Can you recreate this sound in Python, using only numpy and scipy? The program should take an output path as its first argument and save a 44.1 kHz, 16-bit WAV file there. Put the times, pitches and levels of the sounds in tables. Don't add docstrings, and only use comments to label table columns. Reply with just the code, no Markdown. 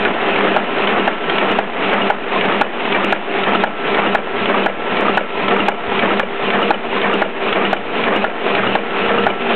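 import sys
import numpy as np
from scipy import signal
from scipy.fft import rfft, irfft, next_fast_len
from scipy.io import wavfile
from scipy.ndimage import uniform_filter1d, map_coordinates

SR = 44100
rng = np.random.default_rng(int(sys.argv[2]) if len(sys.argv) > 2 else 0)


def wav_record(signal):
    frames = np.transpose(np.atleast_2d(signal))
    bounded = np.clip(frames, -1, 1)
    quanta = np.round(bounded * 32767).astype(np.int16)
    wavfile.write(sys.argv[1], SR, quanta)


def ratio_of_db(decibels):
    return 10 ** (np.asarray(decibels, float) / 20)


N = 421155
T = np.arange(N) / SR

# time in s, peak in dB, jaws in dB, seating blow in dB,
# overload tick in dB.
CLAMP = [(0.052, -13.5, 0, -7.5, -77.5), (0.565, -5.5, -7, -7, -36), (1.078, -6, -7, -9.5, -35),
         (1.589, -3, -11.5, -11.5, -30), (2.102, -5, -8.5, -7.5, -32), (2.614, -4.5, -2, -4.5, -24),
         (3.126, -5.5, -1.5, -6.5, -27), (3.638, -4, -6.5, -7, -33), (4.15, -4.5, -6.5, -3, -25.5),
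         (4.662, -5, -11, -5, -32), (5.174, -4, -9, -4, -30.5), (5.685, -5, -3, -8, -25),
         (6.197, -5.5, -3, -5.5, -25), (6.707, -2.5, -13.5, -6, -35.5), (7.22, -5.5, -7, -5, -34.5),
         (7.731, -5.5, -2, -10.5, -28.5), (8.243, -6.5, -17, -5.5, -39), (8.754, -5, -4.5, -9, -38.5),
         (9.267, -5, -9, -9, -33)]
# delay after it in s, level from afar in dB,
# level from near in dB, scatter in dB, share of crack (a ratio).
TRAIN = [
    (.035, -21.5, -13, 1, 0.26),
    (.0395, -16, -3.5, 1.9, .03),
    (.217, -13, -19, 2, 1.1),
    (.260, -19.5, -12.5, 2, 0.3),
    (.308, -11.5, -10.5, 0.6, 2.6),
    (0.338, -19.5, -17, -1, 0.81),
    (.350, -22.5, -11, 1.5, .23),
    (.393, -16, -10, -0.2, .21),
    (0.423, -12.5, -6, 3.8, .4),
    (.431, -14.5, -14, -0.6, .55),
]
# time in s, roller roar in dB, suction air in dB.
RUN = [(0.0, -15.5, -20.5), (9.55, -18.5, -21.5)]


def unit(x):
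    return x / np.sqrt(np.mean(x ** 2) + 1e-20)


def curves(rows, at=T):
    s, *columns = np.transpose(rows)
    return [np.interp(at, s, column) for column in columns]


def wobble(rate):
    knots = rng.standard_normal(int(N * rate / SR) + 4)
    return map_coordinates(knots, [T * rate])


def coloured(x, points):
    m = next_fast_len(N + 8192)
    hz, db = np.transpose(points)
    log_hz = np.log(np.fft.rfftfreq(m, 1 / SR) + 1)
    gain = ratio_of_db(np.interp(log_hz, np.log(hz + 1), db))
    return irfft(rfft(x, m) * gain, m)[..., :N]


def since_clamp():
    s = np.transpose(CLAMP)[0] - .002
    s = np.r_[2 * s[0] - s[1], s]
    return T - s[np.searchsorted(s, T, side="right") - 1]


def swells(centre, width):
    turn_s = np.diff(np.transpose(CLAMP)[0]).mean()
    away = (since_clamp() - centre[:, None] + turn_s / 2) % turn_s - turn_s / 2
    return np.exp(-(away / width[:, None]) ** 2)


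def contacts(events, ring, crack, rise=0.0011, lead=0.001753, scatter=0.7):
    out = np.zeros(N + SR)
    t = np.arange(SR // 10) / SR
    hz, level_db, t60 = np.transpose(ring)[:, :, None]
    for s, db in events:
        luck = scatter * rng.standard_normal((3, len(ring), 1))
        decay = ratio_of_db(level_db + 1.7 * luck[0] - 60 * t / t60)
        modes = decay * np.sin(2 * np.pi * hz * (1 + .02 * luck[1]) * t + luck[2])
        snap = crack * ratio_of_db(-60 * t / 0.036) * rng.standard_normal(len(t))
        onset = 1 - np.exp(-t / rise)
        out[round((s - lead) * SR):][:len(t)] += ratio_of_db(db) * (modes.sum(0) + snap) * onset
    return out[:N]


def gripper_clamp():
    # frequency in Hz, level in dB, t60 in s.
    clamp_ring = [(330, -17, .04), (665, -2, .04), (790, 2, .035), (880, -4, .03), (1080, -12, .025),
                  (1370, -10, .03), (2450, -16, .015), (2950, -18, .015)]
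    jaw_ring = [(1250, -2.5, 0.0071), (2470, 1, 0.011), (2900, -4, 0.0053), (3460, -3, .006)]
    seat_ring = [(900, -17, 0.037), (1424, 4.5, 0.035), (1474, -7, .03), (1660, 5.5, 0.023),
                 (2060, -14.5, 0.017)]
    s, boom_db, jaw_db, seat_db, _ = np.transpose(CLAMP)
    boom = contacts(zip(s, boom_db + 3.0), clamp_ring, crack=0.21, rise=0.00049, lead=.0006, scatter=0.38)
    jaws = contacts(zip(s - .0012, jaw_db - 1.5), jaw_ring, crack=0.27, rise=0.00049, lead=0.00032)
    seat = contacts(zip(s + 0.0046, seat_db - 3.5), seat_ring, crack=0.59)
    return boom + jaws + seat


def train_timing():
    # time in s, nearness (0 afar to 1 near).
    nearness = [(0, 0.0087), (2.1, 0.48), (4.2, 1), (6.2, 1.16), (9.55, 0.75)]
    # time in s, change in dB.
    hard = [(.091, 6), (.600, 3), (.785, 7.5), (.902, -5.5), (1.298, 12.5), (4.458, -3), (2.015, -7),
            (2.362, 10), (2.53, -1.5), (2.949, 4.5), (3.045, 3.5), (3.551, 0), (4.062, 1), (4.544, 3.5),
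            (4.574, 0.5), (5.055, 1), (5.566, 3), (5.899, 9), (7.528, -1.5), (6.59, -0.5), (6.62, 1.5),
            (7.017, -1), (7.132, 3), (7.14, 0), (7.644, -3), (8.154, -3.5), (8.552, 1), (8.668, 2.5),
            (9.061, -6.5), (9.18, -7)]
    play_s = .001
    clamp_s = np.transpose(CLAMP)[0]
    delay, far_db, near_db, scatter_db, _ = np.transpose(TRAIN)[:, :, None]
    luck = rng.standard_normal((2, len(TRAIN), len(CLAMP)))
    s = clamp_s + delay + play_s * luck[0]
    db = far_db + (near_db - far_db) * curves(nearness, s)[0] + scatter_db * luck[1]
    for when, more_db in hard:
        nearest = np.abs(clamp_s + delay - when).argmin()
        s.flat[nearest] = when
        db.flat[nearest] += more_db
    return s, db


def contact_train():
    # frequency in Hz, level in dB, t60 in s.
    slap_ring = [(1310, -8, 0.034), (2360, -0.5, 0.03), (2920, -4, 0.039)]
    bounce_ring = [(567, 2.4, 0.022)]
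    lift_ring = [(696, -9.5, 0.028), (1330, -11.5, 0.017), (2420, -11, .02), (3170, -7, 0.022)]
    puff_ring = [(630, 1, 0.026), (1030, -4.5, 0.059), (2320, -15, 0.017)]
    snap_ring = [(730, -2.5, 0.009), (1290, -4.5, 0.028), (2050, -11, 0.03), (2286, -6, 0.058),
                 (2968, -6, 0.03), (3300, -13.5, 0.018), (3400, -6, 0.036)]
    cam_ring = [(1280, -3, 0.057), (1810, -1, 0.12), (2320, 0, 0.045), (2407, -0.5, 0.03),
                (2660, -10.5, 0.015)]
    knock_ring = [(133, -12, 0.016), (413, -12, 0.023), (561, -5.5, 0.097), (647, -0.5, .06),
                  (895, -1, 0.0097), (1110, -3.5, 0.045), (1580, -4.5, 0.04)]
    link_ring = [(770, -7.5, 0.018), (950, -11, 0.13), (1212, -2, 0.049), (1300, 0.5, 0.011),
                 (2350, -8, 0.03)]
    stop_ring = [(580, -8.5, 0.058), (1210, -5.5, 0.012), (1279, -0.5, 0.028), (1900, -6.5, 0.009),
                 (3630, -14, 0.019)]
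    tick_ring = [(130, -12, 0.043), (326, 3, 0.069), (497, 8, 0.011), (1360, -.5, 0.026), (2850, -1, 0.046),
                 (2907, -4.5, .025), (3220, -7, 0.016), (3700, -9.5, .015)]
    rings = [slap_ring, bounce_ring, lift_ring, puff_ring, snap_ring,
             cam_ring, knock_ring, link_ring, stop_ring, tick_ring]
    clatter = np.zeros(N)
    for s, db, ring, part in zip(*train_timing(), rings, TRAIN):
        clatter += contacts(zip(s, db), ring, crack=part[-1])
    return clatter


def patchy(depth_db):
    z = signal.stft(rng.standard_normal(N + 512), nperseg=512)[2]
    field = uniform_filter1d(rng.standard_normal(z.shape), size=4, axis=0)
    field = uniform_filter1d(field, size=6, axis=1)
    return signal.istft(z * ratio_of_db(depth_db * unit(field)), nperseg=512)[1][:N]


def rollers():
    # time after the clamp in s, half width in s, swell in dB.
    load = [(.015, .03, 2.5), (.235, 0.033, 2.86), (0.352, 0.025, 4), (0.419, 0.048, 3.2),
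            (.475, 0.027, -1.5), (.503, .008, -1)]
    # frequency in Hz, density in dB per Hz.
    roar_colour = [(60, -43.5), (100, -31.5), (130, -15), (180, -6), (280, -3), (420, 1), (500, -3),
                   (700, -2.5), (1200, -8), (2000, -10.5), (3000, -16.5), (4500, -20)]
    at, width, more_db = np.transpose(load)
    load_db = -1.1 + more_db @ swells(at, width)
    chance = rng.random((3, N))
    struck = chance[0] < 600 / SR
    rattle = struck * np.sign(chance[1] - .5) * ratio_of_db(-4 * np.log(chance[2] + 0.021))
    roar = unit(coloured(patchy(depth_db=1.0) + 0.6 * unit(rattle), roar_colour))
    return ratio_of_db(curves(RUN)[0] + load_db) * roar


def suction_air():
    # time after the clamp in s, half width in s, blast in dB.
    valves = [(.21, 0.12, -1.5), (.268, 0.041, 0.5), (.33, .02, -6), (.42, 0.023, -5.5), (.46, .025, -.5),
              (.492, 0.012, 4)]
    # frequency in Hz, density in dB per Hz.
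    air_colour = [(300, -38.5), (700, -6), (1200, -13), (1900, -19.5), (2500, -3.5), (3200, -10.5),
                  (4500, -6.5)]
    at, width, open_db = np.transpose(valves)
    leak_db = -6.5
    blast = ratio_of_db(leak_db) + ratio_of_db(open_db) @ swells(at, width)
    air = unit(coloured(patchy(depth_db=2.0), air_colour))
    return blast * ratio_of_db(curves(RUN)[1] + 0.32 * wobble(36)) * air


def tone(hz, db, drift):
    phase = 2 * np.pi * np.cumsum(hz + 0 * T) / SR
    return np.sqrt(2) * ratio_of_db(db) * np.sin(phase + drift * wobble(9))


def frame_drone():
    # time after the clamp in s, half width in s, fundamental in dB,
    # octave in dB.
    frame = [(.01, 0.02, -47, -35), (.058, 0.025, -24.5, -42), (.165, .02, -43.5, -26.5),
             (0.219, 0.017, -34.5, -24.5), (.27, .014, -26.5, -30), (.30, 0.02, -29, -25),
             (.36, .015, -28.5, -28.5), (.385, 0.022, -24, -34.5), (0.47, 0.036, -22, -27.5)]
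    # fundamental in dB, octave in dB.
    frame_rest_db = (-46.5, -36)
    frame_hz = 199.3
    at, width, *peak_db = np.transpose(frame)
    level = ratio_of_db(np.array(frame_rest_db))[:, None] + ratio_of_db(np.array(peak_db)) @ swells(at, width)
    low_db, octave_db = 20 * np.log10(level)
    low = tone(frame_hz, low_db + 0.49 * wobble(11), drift=0.81)
    return low + tone(2 * frame_hz, octave_db + 1.2 * wobble(15), drift=1.2)


def pump():
    # multiple of the stroke rate, level in dB rms, unsteadiness in dB.
    orders = [
        (1, -32.5, 2.5),
        (2, -36, 4),
        (3, -33.5, -0.5),
    ]
    # time in s, change in dB.
    nearer = [(0, -23), (4.2, 0.5), (5, 4.5), (9.55, 7)]
    pump_hz = 233.6
    hum = np.zeros(N)
    for multiple, db, sway_db in orders:
        k = round(multiple)
        nearer_db = curves(nearer)[0] if k == 2 else 0
        hum += tone(k * pump_hz, db + nearer_db + sway_db * wobble(9), drift=1.05)
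    return hum


def gear_whine():
    # time in s, level in dB rms.
    whine = [(.3, -34.5), (1.35, -27.5), (1.6, -36), (2.1, -32), (3.2, -54), (3.45, -31.5), (5.6, -29.5),
             (7, -37.5), (8.6, -37), (9.2, -27), (9.55, -33.5)]
    mesh_hz = 1332
    mesh = tone(mesh_hz, curves(whine)[0] + 0.37 * wobble(2.5), drift=0.25)
    return mesh + tone(2 * mesh_hz, -45 + 2.5 * wobble(6.6), drift=0.83)


def mains_hum():
    return tone(120.5, -49 + 6.0 * wobble(6.8), drift=0.74)


def shop(x):
    t = np.arange(SR // 2) / SR
    tail = rng.standard_normal(len(t)) * ratio_of_db(-60 * t / 0.23) * (t > .006)
    return signal.fftconvolve(x, tail / np.linalg.norm(tail))[:N]


def scene():
    hits = gripper_clamp() + contact_train()
    shudder_db = 0.88 * wobble(70)
    rush = ratio_of_db(shudder_db) * (rollers() + suction_air())
    hum = frame_drone() + pump() + gear_whine() + mains_hum()
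    return (rush + hum + hits + ratio_of_db(-9.5) * shop(hits))[None]


def gain_control():
    # time in s, depth in dB, level regained in dB.
    duck = [(0.05, -1, -0.07), (1.6, -6.5, -0.06), (2.6, -6.5, -0.14), (6.2, -6.5, 0), (8.2, -5.5, 0.12),
            (9.3, -3.5, 0.5)]
    recovered_s, climb_s = 0.28, 0.18
    t = since_clamp()
    depth_db, regained_db = curves(duck, T - t)
    falling = np.clip((t - .006) / 0.01, 0, 1)
    climbing = np.clip((recovered_s - t) / climb_s, 0, 1)
    return ratio_of_db(depth_db * falling * climbing + regained_db * (3.5 - climbing))


def microphone_hiss():
    # frequency in Hz, density in dB per Hz.
    hiss = [(30, -8), (100, 0.5), (300, 1.5), (3000, -1.5), (4200, -8.5), (4500, -27)]
    return ratio_of_db(-52.5) * unit(coloured(rng.standard_normal(N), hiss))


def jolts():
    # time in s, level in dB.
    bumps = [(0.068, -41), (2.466, -37), (5.863, -30), (6.472, -42), (6.868, -38), (9.064, -34)]
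    return sum(ratio_of_db(db + 7.5) * np.exp(-((T - s - .024) / 0.0026) ** 2) for s, db in bumps)


def spikes(s, db):
    out = np.zeros(N)
    out[np.round(s * SR).astype(int)] = ratio_of_db(db) * np.sign(rng.standard_normal(len(s)))
    return out


def ticks():
    # time in s, peak in dB.
    overloads = [(1.517, -33), (1.93, -53.5), (1.9359, -36.5), (2.456, -41.5), (2.535, -47.5),
                 (3.0469, -24.5), (3.4773, -55.5), (4.072, -53), (4.1466, -32.5), (5.01, -31.5),
                 (5.5695, -39), (5.5956, -50.5), (6.6222, -38), (7.127, -51), (7.14, -32.5), (8.164, -31.5)]
    # time after it in s, level in dB relative to its loudest.
    tops = [
        (-.0002, -5),
        (.0012, -.5),
        (.0024, -14),
        (.0055, -17.5),
    ]
    # frequency in Hz, gain in dB.
    corner = [(4000, -57.5), (4500, 0), (8000, -6), (15000, -20)]
    dull = [(4000, -60), (4500, 2), (5500, -9.5), (7000, -31.5), (9000, -60.5)]
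    clamp_s, *_, over_db = np.transpose(CLAMP)
    after, under_db = np.transpose(tops)[:, :, None]
    luck = rng.standard_normal((2, len(tops), len(CLAMP)))
    s, db = np.transpose(overloads)
    around = np.tile(np.r_[s, clamp_s[1:]], reps=3)
    dull_s = around + .014 * rng.standard_normal(len(around))
    dull_ticks = spikes(dull_s, -37 + 5 * rng.standard_normal(len(around)))
    s = np.r_[s, (clamp_s + after + .0003 * luck[0]).ravel()]
    db = np.r_[db, (over_db + under_db + 2.1 * luck[1]).ravel()]
    return coloured(spikes(s, db + 16), corner) + coloured(dull_ticks, dull)


def low_pass(x):
    return signal.sosfilt(signal.butter(12, 15850, fs=SR, output="sos"), x)


def record(dry):
    # frequency in Hz, gain in dB.
    response = [(20, -44.5), (90, -5), (150, -2.5), (3000, 1.5), (3600, -4.5), (4000, -13), (4250, -18),
                (4500, -32), (4800, -61.5)]
    offset = -.042
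    band_edge = [(3900, 0), (4300, -4.5), (4480, -8), (4620, -40), (4800, -60)]  # (Hz, dB)
    x = coloured(dry * gain_control(), response) + microphone_hiss() + jolts() + offset
    for ceiling in (.67, .69):
        x = x / (1 + np.abs(x / ceiling) ** 14) ** (1 / 14)
        x = coloured(x - offset, band_edge) + offset
    return low_pass(x + ticks())


dry = scene()
out = record(dry)
wav_record(out)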